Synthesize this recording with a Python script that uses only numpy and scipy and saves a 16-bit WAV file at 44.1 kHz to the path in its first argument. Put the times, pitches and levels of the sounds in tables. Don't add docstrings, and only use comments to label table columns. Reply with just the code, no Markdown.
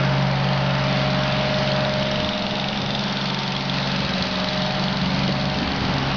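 import sys
import numpy as np
from scipy import signal
from scipy.fft import rfft, irfft
from scipy.io import wavfile
from scipy.ndimage import uniform_filter1d

SR = 44100
rng = np.random.default_rng(int(sys.argv[2]) if len(sys.argv) > 2 else 0)


def amplitude_ratio(level_db):
    exponent = np.asarray(level_db, float) / 20
    return 10 ** exponent


def generate_wav(sig):
    pcm = np.round(np.clip(np.atleast_2d(sig).T, -1, 1) * 32767).astype(np.int16)
    wavfile.write(sys.argv[1], SR, pcm)


N = 271656
T = np.arange(N) / SR
SLOW = np.arange(0, N + 256, 256) / SR

# t/s, turns counted at the loud tick
CRANK_TURNS = [(0.0038, 0), (1.5416, 35), (2.8169, 64), (3.5204, 80), (4.2236, 96), (5.0143, 114),
               (5.8061, 132), (6.2021, 141)]
# t/s, level/dB
BLOCK_FACING = [(0.0, -28), (0.01, -30.5), (0.31, -31), (1.51, -30.5), (2.76, -34.5), (3.26, -34.5),
                (3.62, -37), (3.76, -34.5), (5.2, -32.5), (5.32, -35.5), (6.04, -30), (6.16, -33)]

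# crank order, level/dB
WEAK_ORDERS = [(2, -67), (12, -62), (26, -55), (42, -54.5), (50, -55), (100, -61)]
STEADY_ORDERS = {5: -48.5, 21: -48, 28: -49, 30: -49, 32: -48, 33: -61, 34: -51, 48: -55.5, 49: -59}
ORDER_CANCELS = {3: [-.3, .8, 1.6, 2.6, 3.35, 4.75, 6.5], 6: [-1, 1.35, 2.36, 3.3, 4.38, 4.85, 5.66, 6.5],
                 9: [-.05, .6, 1.5, 2.5, 3.65, 4.45, 4.85, 5.95, 6.4], 12: [-.2, .5, 1.42, 2.4, 2.95, 3.45,
                 3.95, 4.85, 5.6, 6.15, 6.5], 27: [-.3, .4, .7, 3.03, 3.4, 4.0, 5.12, 5.86, 6.3], 7: [-.5,
                 .7, 1.9, 4.25, 5.6, 6.4], 8: [-1.5, 2.5, 7], 11: [-.2, .75, 1.95, 2.75, 3.35, 4.75, 5.5,
                 6.3], 18: [0, 2.1, 3.75, 5.38, 6.5], 36: [-.1, .9, 2.15, 3.45, 4.1, 5.3, 6.4], 39: [.25,
                 1.2, 2.8, 3.7, 4.15, 5.45, 6.3], 40: [-.2, .75, 1.75, 2.3, 2.9, 4.05, 5.0, 5.72, 6.6]}
ORDER_SWELLS = {3: [(.2, -40.5), (.15, -39), (0.2, -41.5), (.5, -49), (.6, -42), (0.4, -38), (0.3, -41)],
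                6: [(.2, -22), (0.04, -27), (.65, -30.5), (0, -30.5), (0.7, -33), (0, -28), (0.7, -30.5),
                (.4, -26)], 9: [(0.3, -39.5), (0.6, -33.5), (0.04, -31), (0, -33.5), (0.3, -33.5),
                (0.3, -35), (0, -30), (0.6, -33.5), (.3, -38)], 12: [(0.2, -42), (.4, -37), (.2, -39.5),
                (0.7, -46.5), (.7, -42), (.6, -43), (.5, -45.5), (0.2, -39.5), (0.1, -35.5), (.6, -36),
                (.3, -42)], 27: [(0.3, -31.5), (0.36, -32.5), (0.05, -25.5), (0.3, -41), (.6, -40),
                (.45, -29), (.55, -33.5), (.8, -42), (.3, -40)]}
LESSER_SWELLS = {7: [-45, -47, -46.5, -37, -41.5, -38.5], 8: [-39.5, -39.5, -32], 11: [-47, -40.5, -43, -45,
                 -38.5, -46, -38.5, -36], 18: [-46.5, -46, -43, -42.5, -44], 36: [-40.5, -44, -42.5, -40.5,
                 -43.5, -39.5, -44], 39: [-39, -44.5, -42.5, -39, -41.5, -44, -43], 40: [-42.5, -46.5, -50,
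                 -43.5, -37.5, -46, -47, -40, -43]}
LESSER_ECHO_SHARE = 0.32

FAN_PITCH = {1: 186.56, 3: 560.0, 4: 749.4}
FAN_NULLS = {1: [-1.3, 2.15, 2.8, 4.5, 6.1, 6.6], 3: [-.1, 1.3, 2.25, 3.55, 4.9, 5.72, 6.1, 6.5], 4: [-.05,
             .9, 2.15, 3.25, 3.95, 4.35, 5.0, 5.9, 6.4]}
FAN_ECHOES = {1: [(.2, -28.5), (0.13, -34), (.15, -31.5), (.12, -27.5), (0.52, -36), (.3, -32)],
              3: [(.4, -37), (.5, -36.5), (.5, -41), (0.99, -40.5), (.8, -42.5), (.7, -42.5), (.9, -52),
              (.5, -48)], 4: [(.4, -37.5), (.3, -39), (.7, -42), (.5, -43), (.6, -42), (.6, -38), (.4, -38),
              (.7, -40), (.3, -42.5)]}

# f/Hz, density/dB per Hz
ROAR_SPECTRUM = [(25, -26), (50, -4), (110, -1), (160, 0.5), (230, 2.5), (300, -2.5), (440, -7),
                 (560, -0.5), (750, 0.5), (1100, -3), (1900, -5.5), (3400, -6), (4600, -7.5), (5500, -13)]
# t/s, level/dB
SNOW_LOAD = [(0, -39.5), (.25, -46.5), (1.0, -46.5), (1.5, -41), (1.8, -43.5), (3.0, -48.5), (3.75, -46.5),
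             (4.45, -44), (5.05, -33.5), (5.9, -33.5), (6.16, -35)]
# t/s, extra level/dB
BLADE_LURCHES = [
    (.58, 6.5),
    (2.25, 6),
    (2.68, 2.5),
    (3.59, 5.5),
    (4.03, 11),
    (4.79, 6.5),
]

# t/s, level/dB
TICK_LEVEL = [
    (0, -24.5),
    (.7, -22.5),
    (2.3, -19.5),
    (3.5, -18.5),
    (4.9, -20),
    (6.16, -20),
]
# f/Hz, level/dB
TICK_SPECTRUM = [(700, -27.5), (1500, -11.5), (2400, -0.5), (3500, 0), (4500, 1), (5500, -0.5)]
# t/s, half length/s, ring f/Hz, level/dB
FACING_PANELS = [(0.501, 0.87, 2920, 12), (3.248, 0.25, 4400, 7.5), (1.45, .3, 3500, 4.5),
                 (1.5, 0.18, 3080, 8), (1.55, 0.2, 4250, 9), (2.251, .6, 2880, 11),
                 (2.199, 0.44, 3790, 11.5), (2.9, 0.68, 3600, 14), (3.45, .25, 3310, 10),
                 (3.85, .35, 4130, 13), (4.0, 0.47, 2620, 10), (4.5, .45, 3880, 14),
                 (4.95, 0.77, 4380, 13.5), (5.1, 0.55, 3010, 9)]
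# t/s, peak level/dB, ring f/Hz
HARD_KNOCKS = [(1.5424, -10, 3570), (1.6746, -8.5, 3610), (1.718, -12, 4300), (2.0258, -18, 2980),
               (2.2897, -9, 2900), (2.3341, -9.5, 3580), (2.3784, -13.5, 3770), (2.4214, -16, 3600),
               (2.817, -17.5, 3620), (2.9048, -21.5, 3650), (3.169, -14, 4420), (3.3009, -15.5, 3440),
               (3.3454, -17, 3590), (3.3885, -15.5, 3400), (3.476, -16, 3490), (3.5643, -9, 3320),
               (3.6076, -15.5, 4360), (3.6977, -21, 3290), (4.0483, -9.5, 3820), (4.1362, -11.5, 3880),
               (4.223, -11.5, 3400), (4.356, -9, 3900), (4.4862, -7.5, 4060), (4.5306, -15.5, 3850),
               (4.574, -12.5, 4020), (4.6618, -14.5, 3740), (4.795, -11, 4100), (4.837, -13.5, 4550),
               (4.9704, -16, 3880), (5.2782, -16, 2960)]

# t/s, peak level/dB, f/Hz, relative rise of pitch/(1/s)
BLADE_BUMPS = [
    (2.2, -24, 220, -5),
    (2.54, -20, 150, -6),
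    (4.217, -21.5, 139, 1),
    (5.293, -12, 330, -3),
    (5.352, -23, 198, 9.5),
    (5.441, -22, 220, -1),
    (5.621, -23, 261, 16.5),
    (5.721, -24, 250, 0),
]
# f/Hz, level/dB
PLAYBACK_EDGE = [(3500, 0), (4500, -1.5), (5000, -3.5), (5500, -5.5), (6000, -14), (6500, -25), (7000, -41),
                 (7300, -72), (7600, -100)]


def evened(x):
    return x / np.sqrt(np.mean(x ** 2) + 1e-20)


def read(points, hz):
    f, value = np.transpose(points)
    return np.interp(np.log(hz + 1), np.log(f + 1), value)


def coloured(x, points):
    hz = np.fft.rfftfreq(len(x), 1 / SR)
    return irfft(rfft(x) * amplitude_ratio(read(points, hz)), len(x))


def curves(rows, t=T):
    s, *columns = np.transpose(rows)
    return [np.interp(t, s, c) for c in columns]


def wander(top_hz):
    total = 0
    for f in np.geomspace(.15, top_hz, 12):
        total = total + np.sin(2 * np.pi * (f * SLOW + rng.random())) / np.sqrt(f)
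    return evened(total)


def resonate(x, hz, width):
    turn = np.exp(2j * np.pi * np.cumsum(hz) / SR)
    r = np.exp(-np.pi * width / SR)
    return 2 * (turn * signal.lfilter([1 - r], [1, -r], x / turn)).real


def tone(turning, db, shake):
    phase = 2 * np.pi * rng.random() + shake * wander(3.0)
    path = np.sqrt(2) * amplitude_ratio(db) * np.exp(1j * phase)
    return (turning * np.interp(T, SLOW, path)).real


def echoed_db(s, swells):
    s = np.array(s)
    share, peak_db = np.transpose(swells)
    slip = np.interp(SLOW, s, np.arange(len(s)))
    share = np.clip(np.interp(SLOW, s, share), 0, .97)
    both = abs(1 - share * np.exp(2j * np.pi * slip)) / (1 + share)
    swell_s = np.r_[(s[1:] + s[:-1]) / 2, s[-1]]
    shimmer_db = 1.0 * wander(5.0)
    return np.interp(SLOW, swell_s, peak_db) + 20 * np.log10(both) + shimmer_db


def exhaust(turns):
    near_db = curves(BLOCK_FACING, SLOW)[0]
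    near_db = 0.9 * (near_db - near_db.mean())
    firing_db = 6
    crank = np.exp(2j * np.pi * turns)
    order, out = crank, 0
    for k in range(2, 101):
        order = order * crank
        if k in ORDER_CANCELS:
            swells = ORDER_SWELLS.get(k)
            if swells is None:
                swells = [(LESSER_ECHO_SHARE, db) for db in LESSER_SWELLS[k]]
            out = out + tone(order, echoed_db(ORDER_CANCELS[k], swells), .3)
        else:
            weak_db = np.interp(k, *np.transpose(WEAK_ORDERS)) + firing_db * (k % 3 == 0)
            db = STEADY_ORDERS.get(k, weak_db)
            out = out + tone(order, db + near_db + 2.53 * wander(2.2), 0.54)
    return out


def fan():
    second_hz, second_db = 371.8, -50
    out = tone(np.exp(2j * np.pi * second_hz * T), second_db + 3.2 * wander(1.8), 0.33)
    for k, hz in FAN_PITCH.items():
        out = out + tone(np.exp(2j * np.pi * hz * T), echoed_db(FAN_NULLS[k], FAN_ECHOES[k]), 0.55)
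    return out


def roar():
    frames, hz = N // 256 + 5, np.fft.rfftfreq(1024, 1 / SR)
    t = np.arange(frames) * 256 / SR
    a, b, patches = rng.standard_normal((frames, 513, 3)).T
    patches = uniform_filter1d(patches, 10, 0)
    patches = evened(uniform_filter1d(patches, 20, 1))
    load, block = (c - c.mean() for c in curves(SNOW_LOAD, t) + curves(BLOCK_FACING, t))

    lurch_s = 0.054
    lurch_db = sum(db * np.exp(-((t - s) / lurch_s) ** 2) for s, db in BLADE_LURCHES)
    rumble = 0.68 * load + lurch_db + 2.5 * np.interp(t, SLOW, wander(8.9))
    hiss = 0.39 * block + 1.37 * np.interp(t, SLOW, wander(8.0))

    low = 1 / (1 + (hz[:, None] / 330) ** 4)
    high = 1 / (1 + (2100 / (hz[:, None] + 1)) ** 4)
    level_db = low * rumble + (1 - low - high) * block + high * hiss
    z = (a + 1j * b) * amplitude_ratio(read(ROAR_SPECTRUM, hz)[:, None] + level_db + 1.38 * patches)
    noise = signal.istft(z, nperseg=1024, noverlap=768)[1][:N]
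    return amplitude_ratio(-26.0) * evened(noise)


def clatter(turns):
    loud_db = curves(TICK_LEVEL)[0]
    firing = np.floor(3 * turns).astype(int) + 3
    luck = rng.uniform(-0.78, 1, (firing.max() + 1, 3))[firing].T
    since = (3 * turns % 1) / (3 * 22.75)
    other_firings_db = -11
    size_db = loud_db + other_firings_db * (firing % 3 > 0) + 1.3 * luck[0]
    shape = (1 - np.exp(-(since / 0.00045) ** 2)) * np.exp(-since / 0.0027)
    steady = amplitude_ratio(loud_db - 16.0)
    burst = (amplitude_ratio(size_db) * shape + steady) * rng.standard_normal(N)

    ringing = 0
    for s, half, hz, db in FACING_PANELS:
        facing = np.exp(-((T - s) / half) ** 2)
        ringing = ringing + amplitude_ratio(db - 4.5) * facing * resonate(burst, np.full(N, hz), 160)

    lower = resonate(burst, 3200 + 800 * luck[1], 500)
    upper = resonate(burst, 4800 + 800 * luck[2], 450)
    return coloured(burst + 1.44 * (lower + upper), TICK_SPECTRUM) + ringing


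def knocks():
    out, t = np.zeros(N), np.arange(600) / SR
    shape = (1 - np.exp(-t / 0.00055)) * np.exp(-t / 0.0025)
    for s, db, hz in HARD_KNOCKS:
        ring = np.sin(2 * np.pi * hz * t)
        ring = ring + 0.29 * np.sin(2 * np.pi * (hz * t + rng.random()))
        out[round(s * SR):][:len(t)] += amplitude_ratio(db - 5.5) * ring * shape
    return out


def bumps():
    out, t = np.zeros(N), np.arange(-1500, 2400) / SR
    for s, db, hz, rise in BLADE_BUMPS:
        length = np.where(t < 0, .45, .9) / hz + 0.00091 * rise
        cycles = hz * t * (1 + rise * t / 2)
        push = -np.cos(2 * np.pi * cycles) * np.exp(-(t / length) ** 2)
        crunch = uniform_filter1d(rng.standard_normal(len(t)), size=40) * np.exp(-abs(t) / .005)
        out[round(s * SR) - 1500:][:len(t)] += amplitude_ratio(db) * (push + 2.8 * crunch)
    return out


def scene():
    counted = curves(CRANK_TURNS)[0]
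    turns = uniform_filter1d(counted, size=8001, mode="nearest")
    turns[:4000] = T[:4000] * 22.76 - .0865
    turns[-4000:] = counted[-4000:]
    return (exhaust(turns) + fan() + roar() + clatter(turns) + knocks() + bumps())[None]


def band_limit(x):
    return signal.sosfilt(signal.butter(12, 7060, fs=SR, output="sos"), x)


def record(dry):
    running = np.pad(dry[0], 2048, mode="reflect")
    kept = signal.oaconvolve(running, signal.firwin(1023, SR / 8, fs=SR), "same")
    sampled = 4 * kept * (np.arange(len(kept)) % 4 == 0)
    played = coloured(sampled, PLAYBACK_EDGE)[None, 2048:-2048]
    dc_offset = -.0034
    return band_limit(played + dc_offset)


dry = scene()
out = record(dry)
generate_wav(out)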